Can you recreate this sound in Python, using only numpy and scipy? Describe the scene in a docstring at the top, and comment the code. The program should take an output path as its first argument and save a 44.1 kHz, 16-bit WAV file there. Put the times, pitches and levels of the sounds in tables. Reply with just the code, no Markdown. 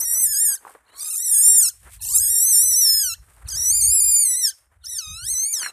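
"""Young civets squeal five times, close by, at the foot of a forest tree. From the start the trees return
a faint, short echo, the leaf litter scuffs softly and a hand rumbles on the microphone. Each squeal
starts raspy as the vocal folds close unevenly, climbs to a clear quivering whistle near 2 kHz, sags
and ends in a small upward flick. After the first, at 0.65 s, the litter crunches; brief high hisses fill
the gaps from then on. One light crunch comes at 2.5 s, a louder cluster at 5.6 s as the last squeal ends."""
import sys
import numpy as np
from scipy import signal
from scipy.fft import rfft, irfft
from scipy.io import wavfile
from scipy.ndimage import uniform_filter1d

SR = 44100
rng = np.random.default_rng(int(sys.argv[2]) if len(sys.argv) > 2 else 0)


def inscribe(sig):
    """Save sig as 16-bit PCM at rate SR to the path in sys.argv[1].

    A 1-D sig is mono; a 2-D sig holds one channel per row.
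    Samples are clipped to [-1, 1] before scaling.
    """
    pcm = np.round(np.clip(np.atleast_2d(sig).T, -1, 1) * 32767)
    wavfile.write(sys.argv[1], SR, pcm.astype(np.int16))


N = 252252
TIME_S = np.arange(N) / SR
CUTOFF_HZ = 14500

# melody, one table per squeal: time_s, pitch_hz
MELODIES = [
    [(-0.0, 1880), (0.038, 2048), (0.058, 1890), (0.117, 1896), (0.228, 2060), (0.275, 1733), (0.302, 1754),
     (0.347, 1618), (0.439, 1862), (0.465, 1765), (0.546, 1550)],
    [(0.88, 914), (1.035, 1216), (1.156, 1322), (1.183, 1750), (1.244, 1986), (1.314, 1824), (1.379, 1656),
     (1.43, 1764), (1.514, 1874), (1.613, 1699), (1.641, 1420), (1.68, 1320), (1.696, 1414)],
    [(2.01, 846), (2.092, 938), (2.158, 1265), (2.169, 1273), (2.216, 1680), (2.279, 1666), (2.312, 1894),
     (2.365, 1835), (2.505, 2084), (2.558, 1800), (2.667, 2008), (2.752, 1872), (2.77, 2010), (2.896, 1745),
     (2.983, 1722), (3.066, 1489), (3.134, 1310), (3.146, 1444)],
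    [(3.48, 1179), (3.516, 1680), (3.539, 1527), (3.593, 1930), (3.667, 1938), (3.773, 2458), (3.831, 2175),
     (3.961, 2555), (4.025, 2327), (4.039, 2467), (4.216, 2335), (4.249, 2150), (4.344, 1956),
     (4.392, 2047), (4.502, 1515)],
    [(4.845, 1382), (4.887, 1923), (4.931, 1917), (5.043, 1252), (5.113, 1245), (5.224, 1453),
     (5.322, 2156), (5.348, 1991), (5.431, 2110), (5.521, 2338), (5.543, 2068), (5.637, 1458),
     (5.719, 1316)],
]
# effort, one table per squeal: time_s, level_db, throat_ring_share_db
EFFORTS = [
    [(0.0, -16, -7), (0.028, -24, -2), (0.138, -18.5, -15.5), (0.154, -20, -3), (0.24, -13.5, -14.5),
     (0.254, -14.5, -27), (0.284, -22.5, -15.5), (0.372, -18.5, -6.5), (0.42, -16, -25),
     (0.494, -15.5, -22.5), (0.512, -22.5, -8), (0.548, -22.5, -8.5), (0.6, -67, -8)],
    [(0.85, -71, -40), (0.934, -58, -22), (1.004, -31, -6), (1.212, -22.5, -20), (1.232, -24, -3.5),
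     (1.34, -13.5, -26), (1.44, -12, -22), (1.456, -9, -22), (1.554, -13, -16), (1.584, -9.5, -35),
     (1.622, -14.5, -9), (1.688, -20, -6), (1.73, -77, -4)],
    [(1.98, -77, -21), (2.022, -28.5, -12.5), (2.132, -23, -13), (2.162, -10.5, -20), (2.19, -18.5, -14.5),
     (2.436, -14, -15), (2.468, -15.5, -3.5), (2.59, -11.5, -14), (2.654, -15.5, -6), (2.878, -12.5, -1),
     (3.018, -17.5, -4), (3.138, -28.5, -2.5), (3.18, -82, -18)],
    [(3.45, -70, -23), (3.488, -31.5, -5.5), (3.512, -29.5, -1.5), (3.71, -13.5, -2.5), (3.722, -17.5, -11),
     (3.804, -17, -13.5), (3.822, -15, -5.5), (3.928, -13.5, -19), (4.192, -14.5, -16.5), (4.412, -23, -6),
     (4.45, -13.5, -0.5), (4.494, -24, -4.5), (4.54, -63.5, 2)],
    [(4.81, -76, -41), (4.854, -33.5, 1), (4.972, -27, -8), (4.992, -27, 7), (5.014, -36, -2),
     (5.11, -34.5, -1.5), (5.22, -36, -7), (5.302, -21, -7), (5.44, -21, 3.5), (5.51, -25.5, -39),
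     (5.534, -20, -1.5), (5.668, -30.5, -4.5), (5.71, -41, -9)],
]
# voice, one row per squeal: clears_s, closes_s, breakup_s, larynx_db, low_throat_db, edge_share_db
VOICES = [(0.0, 0.561, .012, -45, -49.5, -6), (1.127, 1.697, .012, -48, -43.5, -9),
          (2.115, 3.154, 0.0085, -44.5, -39.5, -7.5), (3.495, 4.511, 0.023, -43, -38.5, -12),
          (4.89, 5.73, 0.085, -43.5, -36.5, -13.5)]
# pitch quivers: start_s, decay_s, rate_hz, depth_ratio
QUIVER_BOUTS = [(0.155, .12, 23, 0.022), (1.099, .06, 14.7, 0.1), (1.233, .12, 31, .046),
                (2.022, .07, 14, 0.09), (2.232, .05, 19, 0.035), (2.361, .11, 23.2, 0.025),
                (2.719, .04, 31, 0.045), (3.572, .1, 32, 0.038), (3.794, .12, 25.9, 0.047),
                (4.083, 0.15, 19, 0.0092), (4.853, .12, 27.5, .038)]
# period doubling: start_s, end_s
DOUBLING_SPANS = [(2.31, 2.43), (2.53, 2.63), (3.88, 4.02), (4.03, 4.2)]
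# response of the small mouth: freq_hz, gain_db
MOUTH_RESPONSE = [(900, -18), (1400, -7.5), (2000, -27.5), (2700, -7.5), (3400, -38), (4200, -11),
                  (5200, 6.5), (6200, 10), (7200, 2), (8200, 10), (9400, 9), (10500, 2), (12200, -3.5),
                  (14200, -6)]
# air rushing through the narrow throat: freq_hz, gain_db
BREATH_SPECTRUM = [(1000, -45), (3000, -32), (4500, -33), (5600, -10), (7500, -1), (9300, 8), (11500, 0),
                   (14200, -3)]
# borders between larynx tone, lower throat, throat ring, mouth ring and edge: freq_hz
BAND_BORDERS_HZ = [3000, 4300, 6700, 10800]
# nearby bark and ground: delay_s, gain_ratio
NEAR_REFLECTIONS = [(.0011, 0.12), (.0027, 0.18), (.0062, .08)]
# litter scuffs: centre_s, sigma_s, level_db
SCUFF_SWELLS = [(.01, 0.024, -55.5), (.17, 0.055, -59), (.525, 0.029, -57.5), (.69, 0.093, -66.5),
                (.98, 0.1, -62), (1.2, 0.0081, -64.5), (1.55, 0.071, -63), (1.87, 0.027, -59),
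                (2.56, 0.038, -63), (2.71, 0.019, -66), (3.55, 0.19, -61), (5.38, 0.044, -64.5),
                (5.645, 0.062, -54.5)]
# scuff colour: freq_hz, gain_db
SCUFF_SPECTRUM = [(200, -11), (300, -6.5), (470, -4), (700, -2), (1200, 0), (1800, -1.5), (2600, -12.5),
                  (5000, -27), (9000, -11.5), (14000, -24.5)]
# hand shifts: centre_s, sigma_s, level_db
HAND_SWELLS = [(.04, 0.089, -53.5), (.28, 0.039, -49.5), (.48, .03, -52.5), (1.6, .12, -53.5),
               (1.86, 0.032, -44.5), (2.13, 0.14, -43), (2.67, 0.058, -49), (3.13, 0.18, -48.5),
               (3.53, 0.071, -38), (3.8, 0.18, -41.5), (4.86, 0.11, -57), (5.12, 0.025, -33.5),
               (5.27, 0.084, -44)]
# rumble colour: freq_hz, gain_db
HAND_SPECTRUM = [(25, -32), (38, -5.5), (55, 7.5), (72, 3.5), (100, -2), (130, -11), (180, -18.5),
                 (260, -43)]
# litter giving way: time_s, level_db, thud_share_db, centre_hz
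CRUNCH_EVENTS = [(0.649, -32, 6, 1110), (0.666, -32, 2, 985), (0.676, -36, 8, 1410),
                 (0.692, -36.5, -24, 947), (0.706, -39.5, 9, 1250), (0.749, -37, 16.5, 1210),
                 (2.484, -40.5, -18, 1960), (5.614, -28, -26, 1281), (5.629, -25, -32, 1900),
                 (5.644, -23.5, -45, 2150), (5.656, -41, -36, 1850), (5.66, -18.5, -45, 1670)]
# litter resonances: centre_ratio, width_hz, gain_db
LITTER_MODES = [(.76, 290, 13), (1, 317, 18), (1.35, 416, 13.5)]
# hisses between squeals: centre_s, sigma_s, level_db
HISS_SWELLS = [(.7, 0.04, -50.5), (1.85, 0.091, -53), (1.94, 0.022, -42.5), (3.33, 0.11, -58.5),
               (4.57, 0.052, -58)]
# hiss colour: freq_hz, gain_db
HISS_SPECTRUM = [(2000, -10.5), (4500, -16), (6500, -15.5), (8700, -2), (11000, -9), (14000, -13.5)]


def from_db(db):
    """Decibels to gain."""
    return 10 ** (np.asarray(db) / 20)


def unit_rms(x):
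    """Scale to unit power."""
    return x / np.sqrt(np.mean(x ** 2) + 1e-20)


def glide(rows, t):
    """Cubic path through the rows, no overshoot."""
    times, values = np.transpose(sorted(rows))
    step_s = np.maximum(np.diff(times), 1e-4)
    slope = np.diff(values) / step_s
    before, after = slope[:-1], slope[1:]
    tangent = np.r_[slope[0], 2 * np.maximum(before * after, 0) / (before + after + 1e-9), slope[-1]]
    i = np.clip(np.searchsorted(times, t) - 1, 0, len(step_s) - 1)
    u = np.clip((t - times[i]) / step_s[i], 0, 1)
    bend = (1 - u) * (tangent[i] - slope[i]) - u * (tangent[i + 1] - slope[i])
    return values[i] + step_s[i] * u * (slope[i] + (1 - u) * bend)


def gain_at(spectrum, hz):
    """Spectrum gain, interpolated over log frequency."""
    freq_hz, gain_db = np.transpose(spectrum)
    return from_db(np.interp(np.log(hz + 1e-9), np.log(freq_hz), gain_db))


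def drift(rate_hz, size):
    """Smooth random motion, unit RMS."""
    hz = np.fft.rfftfreq(size, 1 / SR)
    return unit_rms(irfft(rfft(rng.standard_normal(size)) / np.sqrt(1 + (hz / rate_hz) ** 6), size))


def noise(spectrum):
    """Coloured noise, unit RMS, rolled off past the table's ends."""
    hz = np.fft.rfftfreq(N, 1 / SR)
    rolloff = np.minimum(hz / spectrum[0][0], 1) ** 2 / np.maximum(hz / spectrum[-1][0], 1) ** 4
    return unit_rms(irfft(rfft(rng.standard_normal(N)) * gain_at(spectrum, hz) * rolloff, N))


def swells(rows, floor_db):
    """Gaussian swells over a steady floor, summed in power."""
    power = sum(from_db(db) ** 2 * np.exp(-((TIME_S - centre_s) / sigma_s) ** 2)
                for centre_s, sigma_s, db in rows)
    return np.sqrt(from_db(floor_db) ** 2 + power)


def resonance(force, hz, width_hz):
    """Two-pole band-pass."""
    radius, angle = np.exp(-np.pi * width_hz / SR), 2 * np.pi * hz / SR
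    return signal.lfilter([.5, 0, -.5], [1, -2 * radius * np.cos(angle), radius ** 2], force + 1e-18)


def fold_rasp(t, melody, clears_s, closes_s, breakup_s, clearing_s=.02, settle_db_per_s=17):
    """Uneven fold closure, 0 to 1: strong at both ends and on pitch leaps, settling on held notes."""
    clear_age_s = np.maximum(t - clears_s, 0)
    onset = from_db(-6) * np.exp(-clear_age_s / clearing_s)
    held = from_db(-21 - settle_db_per_s * clear_age_s)
    octaves_per_s = uniform_filter1d(np.gradient(np.log2(glide(melody, t)), t), int(.035 * SR))
    leap = (np.abs(octaves_per_s) / 10) ** 6.1
    ending = from_db(-5) * np.exp(np.minimum(t - closes_s, 0) / breakup_s)
    return np.minimum(np.sqrt(onset ** 2 + held ** 2 + leap ** 2 + ending ** 2), 1)


def larynx_pitch(t, melody, rasp, closes_s, lead_s=.025, flick_s=.008):
    """Quivering pitch in Hz: drops in as the larynx opens, flicks up as it closes."""
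    bend = .007 * drift(24, len(t))
    bend += (.001 + .011 * np.sqrt(rasp)) * drift(69, len(t))
    for start_s, decay_s, rate_hz, depth in QUIVER_BOUTS:
        age_s = np.maximum(t - start_s, 0)
        bend += depth * np.sin(2 * np.pi * rate_hz * age_s) * np.exp(-(age_s / decay_s) ** 2)
    bend += .3 * np.clip((melody[0][0] - t) / lead_s, 0, 1)
    bend += .2 * np.exp(-((t - closes_s) / flick_s) ** 2)
    return glide(melody, t) * np.exp(bend)


def vocal_folds(t, pitch_hz, rasp, jitter_rad=.22, doubling_db=-27, harmonics=16):
    """Mouth-shaped harmonics and an air puff per opening; rasp makes the cycles uneven."""
    phase = 2 * np.pi * np.cumsum(pitch_hz) / SR + jitter_rad * rasp * drift(250, len(t))
    doubled = sum(np.clip(np.minimum(t - start_s, end_s - t) / .0086, 0, 1)
                  for start_s, end_s in DOUBLING_SPANS)
    flutter_db = 3.5 + 4 * np.sqrt(rasp)
    tone = 0
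    for k in range(1, harmonics + 1):
        flutter = from_db(flutter_db * drift(41, len(t)))  # pulse shape keeps changing
        half_harmonic = doubled * from_db(doubling_db) * np.exp(-(k - 3.2) ** 2)
        for multiple, gain in ((k, flutter), (k + .5, half_harmonic)):
            hz = multiple * pitch_hz
            lag_rad = np.pi * multiple ** 2 / 6  # mouth ringing smears the pulse over the cycle
            antialias = np.clip(6 - 12 * hz / SR, 0, 1)
            tone += gain * gain_at(MOUTH_RESPONSE, hz) * antialias * np.sin(multiple * phase - lag_rad)
    puffs = rng.standard_normal(len(t)) * (1 + np.cos(phase))
    breath_colour = gain_at(BREATH_SPECTRUM, np.fft.rfftfreq(len(t), 1 / SR))
    breath = unit_rms(irfft(rfft(puffs) * breath_colour, len(t)))
    shimmer = 1 + .32 * rasp * drift(200, len(t))
    return tone * shimmer + 1.8 * rasp ** .68 * breath


def band_gains(t, melody, effort, rasp, larynx_db, low_throat_db, edge_db, growth_db_per_s=7.5):
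    """Gains of the five voice bands; effort beyond the two low ones goes into the rings and edge."""
    times, *columns = np.transpose(effort)
    curves_db = np.array([np.interp(t, times, column) for column in columns])
    level, throat = from_db(uniform_filter1d(curves_db, int(.0037 * SR), axis=1))
    # low bands grow along the squeal, swell as pitch sinks, thin with rasp
    remaining_s = np.maximum(melody[-1][0] - t, 0)
    sunk_octaves = np.minimum(np.log2(1800 / glide(melody, t)), .55)
    low = from_db(9 * sunk_octaves - growth_db_per_s * remaining_s - 10.5 * rasp)
    larynx, low_throat = low * from_db(larynx_db), low * from_db(low_throat_db)
    edge = from_db(edge_db) * (10 * rasp) ** .088
    mouth = np.sqrt(np.maximum(1 - throat ** 2 - edge ** 2, .15))
    scale = level / np.sqrt(level ** 2 + larynx ** 2 + low_throat ** 2)
    return scale * np.array([larynx, low_throat, level * throat, level * mouth, level * edge])


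def shape_bands(voice, gains, window_s=.013, wander_db=.8):
    """Even out each voice band, then apply its gain with a slight wander."""
    size = len(voice)
    hz, spectrum = np.fft.rfftfreq(size, 1 / SR), rfft(voice)
    above = [1] + [(1 + np.tanh((hz - border) / 160)) / 2 for border in BAND_BORDERS_HZ + [CUTOFF_HZ]]
    shaped = 0
    for gain, above_low, above_high in zip(gains, above, above[1:]):
        band = irfft(spectrum * (above_low - above_high), size)
        floor = .06 * np.mean(band ** 2)  # near-empty stretches stay quiet
        power = uniform_filter1d(band ** 2, int(window_s * SR)) + floor
        shaped += gain * from_db(wander_db * drift(14, size)) * band / np.sqrt(power)
    return shaped


def squeal(melody, effort, manner, fade_s=.01, tremor_db=1.0):
    """One call through throat and mouth, trembling when strained. Rows: sound, rasp."""
    clears_s, closes_s, breakup_s, *bands_db = manner
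    active = (TIME_S >= effort[0][0]) & (TIME_S <= effort[-1][0])
    t = TIME_S[active]
    rasp = fold_rasp(t, melody, clears_s, closes_s, breakup_s)
    voice = vocal_folds(t, larynx_pitch(t, melody, rasp, closes_s), rasp)
    voice += sum(gain * np.interp(t - delay_s, t, voice) for delay_s, gain in NEAR_REFLECTIONS)
    voice *= np.clip(np.minimum(t - t[0], t[-1] - t) / fade_s, 0, 1)
    voice = shape_bands(voice, band_gains(t, melody, effort, rasp, *bands_db))
    voice *= from_db(tremor_db * np.sqrt(rasp) * drift(50, len(t)))
    tracks = np.zeros((2, N))
    tracks[:, active] = voice, rasp
    return tracks


def forest_echo(sound, t60_s=.3, level_db=-25, rise_s=.014):
    """Trunks and leaves scatter a thin, short echo."""
    age_s = TIME_S[:SR]
    tail = rng.standard_normal(SR) * from_db(-60 * age_s / t60_s) * np.minimum(age_s / rise_s, 1)
    return from_db(level_db) * signal.fftconvolve(sound, tail / np.sqrt(np.sum(tail ** 2)))[:N]


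def litter_scuffs(gain_db=6.0, flicker_db=3.3):
    """Soft shuffling in the leaves: swells of midrange noise."""
    flicker = from_db(gain_db + flicker_db * drift(30, N))
    return swells(SCUFF_SWELLS, floor_db=-78.5) * flicker * noise(SCUFF_SPECTRUM)


def hand_rumble(gain_db=-.5, lumps_db=3):
    """A shifting hand puts lumpy bass into the microphone."""
    lumps = from_db(gain_db + lumps_db * drift(12, N))
    return swells(HAND_SWELLS, floor_db=-74) * lumps * noise(HAND_SPECTRUM)


def litter_crunches(gain_db=-13.0, crumble_s=.01, thud_hz=497, damping_hz=2300):
    """Litter gives way: a snap and short crumble over a ground thud, dulled by damp leaves."""
    track, age_s = np.zeros(N), TIME_S[:SR // 20]
    for time_s, level_db, thud_db, centre_hz in CRUNCH_EVENTS:
        force = .051 * rng.laplace(size=len(age_s)) * np.exp(-age_s / crumble_s)
        force[0] += 1  # snap
        leaves = sum((-1) ** k * from_db(mode_db) * resonance(force, ratio * centre_hz, width_hz)
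                     for k, (ratio, width_hz, mode_db) in enumerate(LITTER_MODES))
        ground = from_db(thud_db - 1) * resonance(force, thud_hz, width_hz=180)
        start = int((time_s + .0012) * SR)
        track[start:start + len(age_s)] += from_db(level_db + gain_db) * (leaves + ground)[:N - start]
    return signal.sosfilt(signal.butter(2, damping_hz, fs=SR, output="sos"), track)


def high_hiss(gain_db=-3.0, crackle_db=2.5):
    """Brief swells of crackly treble noise between squeals."""
    crackle = from_db(gain_db + crackle_db * drift(120, N))
    return swells(HISS_SWELLS, floor_db=-78.5) * crackle * noise(HISS_SPECTRUM)


def scene(width_db=-3, side_delay_s=.0019):
    """Near-mono mix: rasp spreads the treble, the whistle stays central."""
    squeals, rasp = sum(squeal(*call) for call in zip(MELODIES, EFFORTS, VOICES))
    near = squeals + litter_crunches()
    mid = near + forest_echo(near) + litter_scuffs() + hand_rumble() + high_hiss()
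    treble = signal.sosfilt(signal.butter(8, 6500, "high", fs=SR, output="sos"), mid)
    spread = from_db(width_db) * rasp * signal.windows.tukey(N, .01)
    side = spread * np.roll(treble, int(side_delay_s * SR))
    return np.array([mid + side, mid - side])


def record(dry):
    """Steep low-pass."""
    return signal.sosfilt(signal.ellip(10, .2, 80, CUTOFF_HZ, fs=SR, output="sos"), dry)


dry = scene()
out = record(dry)
inscribe(out)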